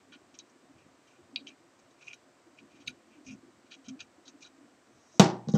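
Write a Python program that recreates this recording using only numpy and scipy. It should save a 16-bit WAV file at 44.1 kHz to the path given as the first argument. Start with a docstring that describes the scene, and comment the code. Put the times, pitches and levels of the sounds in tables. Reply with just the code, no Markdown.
"""A small room with a cloth-covered bench: a screwdriver blade picks and scrapes paint off a hollow metal casting.
Bursts of tiny clicks and single taps ring the casting's modes; flakes tick as filtered clicks.
The effort shakes the bench, heard as low resonant noise, with short tones when the casting judders.
At the end the casting tips, knocks on the bench and rocks back: ringing thuds, noise cracks, a room tail.
Under it all lies microphone hiss, mostly below about 8 kHz."""
import sys
import numpy as np
from scipy import signal
from scipy.io import wavfile

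SR = 44100
rng = np.random.default_rng(int(sys.argv[2]) if len(sys.argv) > 2 else 0)


def store_wav(level_fs):
    """Save 16-bit WAV to argv[1]."""
    pcm = np.round(np.clip(np.atleast_2d(level_fs), -1, 1) * 32767)
    wavfile.write(sys.argv[1], SR, pcm.T.astype(np.int16))


N = 245637
TIME = np.arange(N) / SR
BITE_S = 0.2   # window that holds one bite, and either side of one jolt
RAGGED_DB = 1.5   # rms flicker of the uneven level


def from_db(db):
    """Gain of a level in dB."""
    return 10 ** (np.asarray(db) / 20)


def rms_one(x):
    """Scales a signal to rms 1."""
    return x / np.sqrt(np.mean(x ** 2) + 1e-20)


def level_curve(points):
    """Reads a (t/s, level/dB) curve at every sample."""
    times, levels_db = np.transpose(points)
    return np.interp(TIME, times, levels_db)


def at_hz(points, hz):
    """Reads a curve over frequency on a log axis."""
    freqs, values = np.array(points).T
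    return np.interp(np.log(hz), np.log(freqs), values)


def steep(x, hz, kind, order):
    """A Butterworth filter."""
    return signal.sosfilt(signal.butter(order, hz, kind, fs=SR, output="sos"), x)


def add(track, s, part):
    """Lays a part into a track at a time in seconds."""
    at = round(s * SR)
    track[..., at:at + part.shape[-1]] += part[..., :N - at]


def arch(length_s):
    """Half a sine: swells and sinks once."""
    return np.abs(np.sin(np.pi * TIME[:round(length_s * SR)] / length_s))


def ring(force, hz, t60):
    """One damped mode: a unit click sets a sine of height 1 ringing."""
    radius = from_db(-60 / (t60 * SR))
    angle = 2 * np.pi * hz / SR
    # the tiny offset keeps the filter clear of denormal numbers
    return signal.lfilter([0, np.sin(angle)], [1, -2 * radius * np.cos(angle), radius ** 2], force + 1e-18)


def hum(peaks):
    """Noise through resonances of given bandwidth; rms 1."""
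    total = 0
    for hz, width_hz, db in peaks:
        t60 = np.log(1000) / (np.pi * width_hz)
        total = total + from_db(db) * rms_one(ring(rng.standard_normal(N), hz, t60))
    return rms_one(total)


def bands(spectrum, length):
    """Third-octave noise bands shaped by a spectrum: centres and rows, together rms 1."""
    edges = 30 * 2 ** (np.arange(29) / 3)
    centres = np.sqrt(edges[1:] * edges[:-1])
    white = rng.standard_normal((2, length))   # neighbouring bands take different noise
    rows = np.array([from_db(at_hz(spectrum, hz)) * steep(white[k % 2], edges[k:k + 2], "band", order=3)
                     for k, hz in enumerate(centres)])
    return centres, rows / np.std(rows.sum(0))


def uneven():
    """A gain that flickers within a few ms."""
    return from_db(RAGGED_DB * rms_one(steep(rng.standard_normal(N), 120, "low", order=2)))


def grains():
    """Tiny catches of an edge on a rough surface: random clicks of uneven size; rms 1."""
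    grains_per_s = 4000   # on average
    sizes = from_db(1.4 * np.minimum(rng.exponential(1, N), 4)) * rng.choice([-1, 1], N)
    return rms_one(sizes * (rng.random(N) < grains_per_s / SR))


def bite(db, slide_s):
    """Blade pressure that swells, slides and dies."""
    rise_s, dying_s = 0.0012, 0.049   # time constant of the swell; time to fall 60 dB
    after = TIME[:round(BITE_S * SR)]
    return from_db(db - 60 * np.maximum(after - slide_s, 0) / dying_s) * (1 - np.exp(-after / rise_s))


# colour of the hiss: (f/Hz, relative level/dB per Hz)
HISS_SPECTRUM = [(35, -46), (60, -24.5), (123, -22), (182, -21), (281, -4.5), (352, -6), (433, -7),
                 (653, -5), (889, -12), (1070, -9), (1790, -13.5), (3460, -21), (8200, -22.5),
                 (10700, -7.5), (18000, -120)]


def hiss():
    """Steady microphone noise: coloured hiss cut steeply at the top, over a much fainter, wider one."""
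    coloured = from_db(-62) * bands(HISS_SPECTRUM, N)[1].sum(0)
    faint = from_db(-80) * steep(rng.standard_normal(N), 9000, "low", order=1)
    return steep(coloured, 8270, "low", order=14) + faint


# the arms lean on the bench top: (t/s, level/dB before the waver)
ARM_SHAKE = [(0.0, -63.5), (0.71, -70), (1.14, -70.5), (1.39, -62), (1.81, -70), (2.41, -71), (2.75, -64),
             (2.9, -63.5), (3.14, -64), (3.35, -63.5), (3.56, -66.5), (3.87, -67), (3.99, -68),
             (4.19, -67.5), (4.51, -63), (4.97, -69), (5.1, -77.5), (5.19, -59)]
# resonances of the bench top: (f/Hz, width/Hz, relative level/dB)
TOP_RESONANCES = [(223, 10, -3), (266.7, 12, 3.5), (300, 20, -0.5), (344.2, 19, 2.5)]


def top_hum():
    """The bench top murmurs under the working arms, which are never steady."""
    waver_db, waver_hz = 3.5, 14   # rms and upper edge of the unsteadiness
    waver = rms_one(steep(rng.standard_normal(N), waver_hz, "low", order=2))
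    return from_db(level_curve(ARM_SHAKE) + waver_db * waver) * hum(TOP_RESONANCES)


# the frame is jolted: (t/s, peak level/dB of the added hum)
FRAME_JOLTS = [(0.24, -72), (0.76, -61), (0.86, -61), (1.229, -64), (1.84, -69), (2.08, -72), (2.61, -72),
               (2.75, -68), (2.881, -53.5), (3.285, -54), (3.335, -56), (3.57, -67), (3.71, -76),
               (3.9, -58.5), (4.03, -60.5), (4.43, -74), (4.96, -63.5)]
# resonances of the bench frame: (f/Hz, width/Hz, relative level/dB)
FRAME_RESONANCES = [(113, 170, 1), (138, 93, 2.5)]


def frame_hum():
    """The bench frame hums faintly and swells around each jolt."""
    rise_db_per_s, fall_db_per_s = 502, 370
    gain = np.full(N, from_db(-76.5))
    near = TIME[:round(2 * BITE_S * SR)] - BITE_S   # seconds before and after the jolt
    for s, db in FRAME_JOLTS:
        below_peak_db = np.maximum(-rise_db_per_s * near, fall_db_per_s * near)
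        add(gain, s - BITE_S, from_db(db - below_peak_db))
    return gain * hum(FRAME_RESONANCES)


# where the blade meets the casting decides which modes answer:
# spot name: (level/dB of each of the five mode groups, from low f/Hz to high)
SPOT_SHARES = {"wall": (-6.5, -6, -17, -10, -15.5), "edge": (-14, -3.5, -21.5, -18.5, -18),
               "face": (-11, -9.5, -12.5, -11, -13), "rib": (-36, -15, -13.5, -1, -28),
               "boss": (-24, -15.5, -37, -17, -7), "lip": (-28, -8, -7, -14, -22),
               "flank": (-37, 5.5, -20, 2, -35), "crown": (-8, -28, -25, -5.5, -9),
               "foot": (6.5, -34, -7.5, -24, 6.5), "neck": (-1.5, -7.5, -9, -12.5, -23.5),
               "pit": (-20, -2.5, -19.5, -28, -31)}
# the blade bites and scrapes: (t/s, bite level/dB before the spot's share, slide/s,
# rasp level/dB added in the top group, spot)
BITES = [(0.119, -42, 0.02, 3, "neck"), (0.137, -48, 0.017, -4, "neck"), (0.339, -46, 0.015, 2, "face"),
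         (0.386, -44, 0.014, 20, "rib"), (0.4934, -55.5, 0.0066, -2, "boss"),
         (0.7794, -61, 0.011, 0, "face"), (1.07, -56, 0.015, 0, "face"), (1.0994, -69, 0.011, 2, "face"),
         (1.3646, -40, 0.0096, 8, "flank"), (1.3885, -51, 0.022, 1, "rib"), (1.4652, -39, 0.011, 4, "lip"),
         (1.4757, -40, 0.014, 5, "edge"), (1.4974, -48.5, 0.02, -7, "edge"),
         (1.7873, -51.5, 0.012, -3, "boss"), (1.9036, -54.5, 0.0095, 0, "face"),
         (2.0096, -47.5, 0.015, 3, "edge"), (2.0204, -43, 0.0062, -10, "edge"),
         (2.0394, -56, 0.027, -2, "boss"), (2.066, -43, 0.012, 2, "edge"), (2.0774, -41, 0.011, 17, "pit"),
         (2.099, -41, 0.016, 6, "pit"), (2.127, -42, 0.017, 2, "face"), (2.583, -52, 0.016, -5, "edge"),
         (2.7064, -55.5, 0.02, -3, "wall"), (2.7494, -58, 0.023, 1, "face"),
         (2.7985, -51, 0.026, 0, "face"), (2.8617, -44, 0.014, 15, "rib"),
         (2.8726, -36.5, 0.0057, 29.5, "flank"), (2.8904, -42.5, 0.014, -1, "wall"),
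         (3.244, -50, 0.018, -4, "boss"), (3.262, -44, 0.021, 12, "edge"),
         (3.2828, -40.5, 0.019, -7, "edge"), (3.306, -45, 0.016, 9.5, "edge"),
         (3.3275, -53, 0.01, 14, "edge"), (3.6606, -54.5, 0.011, -3, "wall"),
         (3.7026, -50, 0.0095, -1, "face"), (3.7116, -36.5, 0.02, -6.5, "face"),
         (3.7354, -45, 0.015, 1.5, "face"), (3.8415, -50, 0.018, 1, "face"),
         (3.856, -48.5, 0.016, -4, "face"), (3.8826, -38.5, 0.012, 5, "face"),
         (3.9904, -39.5, 0.015, -3, "wall"), (4.0013, -34, 0.011, 0, "wall"),
         (4.0186, -52, 0.012, 6, "wall"), (4.252, -52, 0.011, 18, "rib"), (4.2657, -49, 0.014, -1, "crown"),
         (4.276, -41, 0.018, -6, "boss"), (4.405, -43.5, 0.023, -6.5, "boss"),
         (4.4208, -31.5, 0.01, -10.5, "boss"), (4.441, -39.5, 0.009, -11, "crown"),
         (4.4597, -47.5, 0.012, 5.5, "face"), (5.489, -39.5, 0.01, 0, "crown"),
         (5.5124, -63.5, 0.013, 24, "crown"), (5.5378, -41, 0.014, -10, "crown"),
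         (5.543, -41, 0.021, -7, "foot")]


def scrapes():
    """Pressure on the five mode groups: each bite leans on the groups its spot reaches."""
    pressure = np.zeros((5, N))
    for s, db, slide_s, rasp_db, spot in BITES:
        shares_db = np.array(SPOT_SHARES[spot], float)
        shares_db[-1] += rasp_db
        add(pressure, s, from_db(shares_db)[:, None] * bite(db, slide_s))
    return pressure


# modes of the hollow casting, in five groups from low to high: (f/Hz, relative level/dB, t60/s)
CASTING_MODES = [
    [(1310, -13.5, 0.0037), (1445, -11.5, 0.041), (1776, -15, 0.022)],
    [(2384, -7.5, 0.037), (2480, -7, 0.014), (2506, 0, 0.007), (2774, -10.5, 0.017)],
    [(3050, 2.5, 0.013), (3170, -17, 0.033), (3213, 4, 0.0084)],
    [(3450, -7.5, 0.011), (3865, -5, 0.035), (4100, -24, 0.013), (4270, -3, 0.0065), (4675, -5.5, 0.011)],
    [(5100, -8.5, 0.028), (5710, 0.5, 0.011), (5780, -8.5, 0.0083), (6330, -8.5, 0.041), (6290, -7, 0.013),
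     (6560, -1.5, 0.0084), (7690, -24, 0.026)],
]


def casting():
    """Grains under the blade, skin and taps drive the metal's modes; flakes tick on top."""
    pressure = scrapes() + drags()
    pressure[3:5] += rub()
    out = flakes()
    for group, modes in enumerate(CASTING_MODES):
        catches = uneven() * grains()   # lumpy paint makes the grip flicker
        sound = np.zeros(N)
        for k, (hz, db, t60) in enumerate(modes):
            # each mode takes its own stretch of the grains; -23 dB sets a grain against a full tap
            force = from_db(-23) * pressure[group] * np.roll(catches, 997 * k)
            force += taps(group)
            sound += from_db(db) * ring(force, hz, t60)
        # little radiates between groups
        out += steep(sound, [0.95 * modes[0][0], 1.083 * modes[-1][0]], "band", order=2)
    return out


# the casting judders on the cloth and drives one bench mode for a moment: (t/s, f/Hz, level/dB, length/s)
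JUDDER_TONES = [(0.157, 263, -52, 0.018), (0.192, 260, -59, 0.024), (0.694, 278, -53.5, 0.027),
                (1.184, 354, -54.5, 0.038), (1.328, 271, -48, 0.034), (1.409, 270, -48, 0.031),
                (1.511, 275, -56, 0.039), (2.463, 328, -57, 0.0255), (2.616, 264, -53, 0.018),
                (2.795, 273.5, -53.5, 0.033), (2.874, 254, -50, 0.031), (3.157, 299.5, -56, 0.093),
                (3.264, 260.3, -45.5, 0.092), (3.304, 215, -45, 0.052), (3.763, 274, -58, 0.065),
                (3.877, 224.5, -44, 0.038), (3.882, 261.4, -40, 0.075), (3.961, 300, -51.5, 0.025),
                (4.181, 310, -51.5, 0.015), (4.339, 278, -51, 0.023), (4.594, 289, -59, 0.12),
                (5.14, 645, -57, 0.014)]


def judders():
    """Short steady tones of the bench with a quick swell and a quick end."""
    out = np.zeros(N)
    for s, hz, db, length_s in JUDDER_TONES:
        swell = arch(length_s) ** 0.28   # flattens the arch
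        tone = np.sin(2 * np.pi * (hz * TIME[:len(swell)] + rng.random()))
        add(out, s, from_db(db) * swell * tone)
    return out


# the metal is struck once, by the tip or by the bench: (t/s, level/dB before the spot's share, spot)
STRIKES = [(0.389, -32.5, "boss"), (1.3594, -29.5, "flank"), (1.3604, -19.5, "rib"), (1.4704, -35, "lip"),
           (2.0817, -30.5, "pit"), (2.1322, -33.5, "edge"), (2.588, -43, "pit"), (2.875, -40, "flank"),
           (2.8796, -32.5, "flank"), (2.884, -32.5, "neck"), (3.7197, -45, "face"), (3.7402, -44, "lip"),
           (3.8843, -35.5, "boss"), (4.0047, -32, "crown"), (4.2795, -37.5, "crown"), (4.461, -48, "lip"),
           (5.1963, -6.5, "crown"), (5.4853, -33.5, "crown"), (5.5374, -36, "crown")]


def taps(group):
    """Single clicks into a mode of one group; no two taps strike a mode alike."""
    spread_db = 0.5
    force = np.zeros(N)
    for s, db, spot in STRIKES:
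        tap_db = db + SPOT_SHARES[spot][group] + spread_db * rng.standard_normal()
        force[round(s * SR)] += from_db(tap_db) * rng.choice([-1, 1])
    return force


# the blade drags lightly between bites: (t/s, length/s, level/dB of pressure on the strongest group)
LIGHT_DRAGS = [(0.75, 0.12, -63.5), (1.02, 0.2, -63), (1.95, 0.17, -59.5), (2.565, 0.045, -55),
               (2.68, 0.17, -67), (3.094, 0.1, -58)]


def drags():
    """Light pressure that swells and sinks, shared among the mode groups as on the edge."""
    pressure = np.zeros((5, N))
    shares_db = np.array(SPOT_SHARES["edge"]) - SPOT_SHARES["edge"][1]   # 0 dB in the strongest group
    for s, length_s, db in LIGHT_DRAGS:
        add(pressure, s, from_db(db + shares_db)[:, None] * arch(length_s))
    return pressure


# paint flakes break off: (t/s, level/dB before the flake gain and filter)
FLAKE_BREAKS = [(1.4763, -65), (2.13, -58), (2.8634, -68), (2.8715, -44), (2.8904, -71), (3.307, -61)]


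def flakes():
    """Brief bursts of grains, heard only in the high treble."""
    flaking = np.zeros(N)
    for s, db in FLAKE_BREAKS:
        add(flaking, s, bite(db, slide_s=0.015))
    return steep(from_db(-13) * flaking * grains(), [7500, 11500], "band", order=2)


# a hand slides over the casting: (t/s, level/dB of pressure on the top group)
HAND_RUB = [(4.8, -110), (4.88, -77), (5.0, -67), (5.1, -64.5), (5.18, -55), (5.2, -110)]


def rub():
    """Pressure of skin on the two highest mode groups, the lower of them 8 dB weaker."""
    return from_db(level_curve(HAND_RUB) + [[-8], [0]])


# modes of the bench: (f/Hz, relative level/dB, t60/s)
BENCH_MODES = [(120.4, -22, 1), (152.3, -10.5, 0.31), (181.3, -16, 0.45), (196, 8.5, 0.069),
               (203.3, -7.5, 0.42), (235, -6.5, 0.25), (300, -17, 0.35), (366, -17.5, 0.41),
               (477, 6, 0.029), (480, -34.5, 0.72), (595, -9, 0.067), (690, -24, 0.091), (744, -7, 0.031),
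               (800, -9.5, 0.37), (1000, -30.5, 0.2765), (1060, -6.5, 0.075), (1142, -9, 0.17),
               (1218, -27.5, 0.23), (1400, -15, 0.076), (1813, -22.5, 0.32), (1980, -0.5, 0.024)]


def thud(after, cut_hz):
    """A soft push rings the bench modes; a lower contact cut makes the push slower and duller."""
    soft = np.exp(-2 * np.pi * cut_hz / SR)
    push = signal.lfilter([(1 - soft) ** 3], np.poly([soft] * 3), after == 0)   # a click softened three times
    return -sum(from_db(db) * ring(push, hz, t60) for hz, db, t60 in BENCH_MODES)


# colour of the crack: (f/Hz, relative level/dB per Hz)
CRACK_SPECTRUM = [(350, -27.5), (600, 11.5), (1600, -14.5), (2190, -18.5), (2790, -8), (4490, -10.5),
                  (5980, -18.5), (6580, -16), (7540, -15.5), (8290, -37), (15500, -43)]


def crack(after):
    """A burst of coloured noise that dies quickly."""
    t60_s = 0.042
    return bands(CRACK_SPECTRUM, len(after))[1].sum(0) * from_db(-60 * after / t60_s)


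# colour of the room's answer: (f/Hz, relative level/dB per Hz)
TAIL_SPECTRUM = [(180, -22), (300, -2.5), (360, -0.5), (468, -13.5), (720, -7.5), (808, -3.5), (1000, -17),
                 (1120, -13.5), (1280, -13.5), (1390, -15), (2560, -20.5), (6360, -21), (15500, -53)]
# decay of the room at its first slope: (f/Hz, t60/s)
TAIL_DECAY = [(100, .5), (210, 0.58), (400, 0.49), (800, 0.56), (1200, 0.46), (1800, 0.35), (3000, 0.34),
              (5500, 0.33), (7200, 0.26), (8500, 0.19), (11000, 0.12), (15000, .13)]


def room_tail(after):
    """Coloured noise that dies band by band, its decay steepening as it goes."""
    bend = 0.59   # strength of the steepening
    centres, rows = bands(TAIL_SPECTRUM, len(after))
    gone = after / at_hz(TAIL_DECAY, centres)[:, None]
    decayed = rows * from_db(-60 * (gone + bend * gone ** 2))
    return decayed.sum(0) * (1 - np.exp(-after / 0.0013))


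# casting on bench: (t/s, thud level/dB, crack level/dB, contact cut f/Hz)
BENCH_KNOCKS = [(5.1966, -11, -5, 2880), (5.223, -25, -26, 900), (5.257, -30.5, -45, 500),
                (5.473, -31.5, -62, 300), (5.487, -29.5, -47.5, 705), (5.539, -16.5, -55.5, 430),
                (5.553, -22.5, -54, 800), (5.563, -25.5, -56, 590)]


def knocks():
    """Each knock is a push into the bench modes, a short crack and a room tail."""
    out = np.zeros(N)
    rattle = uneven()   # loose things on the bench rattle along: the tail flickers
    for s, thud_db, crack_db, cut_hz in BENCH_KNOCKS:
        at = round(s * SR)
        after = TIME[:N - at]
        out[at:] += from_db(thud_db) * thud(after, cut_hz)
        tail = from_db(-14) * room_tail(after) * rattle[at:]
        out[at:] += from_db(crack_db) * (crack(after) + tail)
    return steep(out, 130, "high", order=4)   # the bench is too small to radiate deep bass


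def scene():
    """Hiss, humming bench, scraped casting and knocks; the hum stops at the first knock."""
    working = TIME < BENCH_KNOCKS[0][0]
    bench = (top_hum() + frame_hum()) * working + judders()
    return (hiss() + bench + casting() + knocks())[None]


def record(dry):
    """The microphone drops the deep bass; peaks are rounded, the top is cut."""
    heard = steep(dry, 90, "high", order=3)
    rounded = 1.048 * np.tanh(heard / 1.101)
    return signal.sosfilt(signal.cheby2(20, 70, 16100, fs=SR, output="sos"), rounded)


dry = scene()
out = record(dry)
store_wav(out)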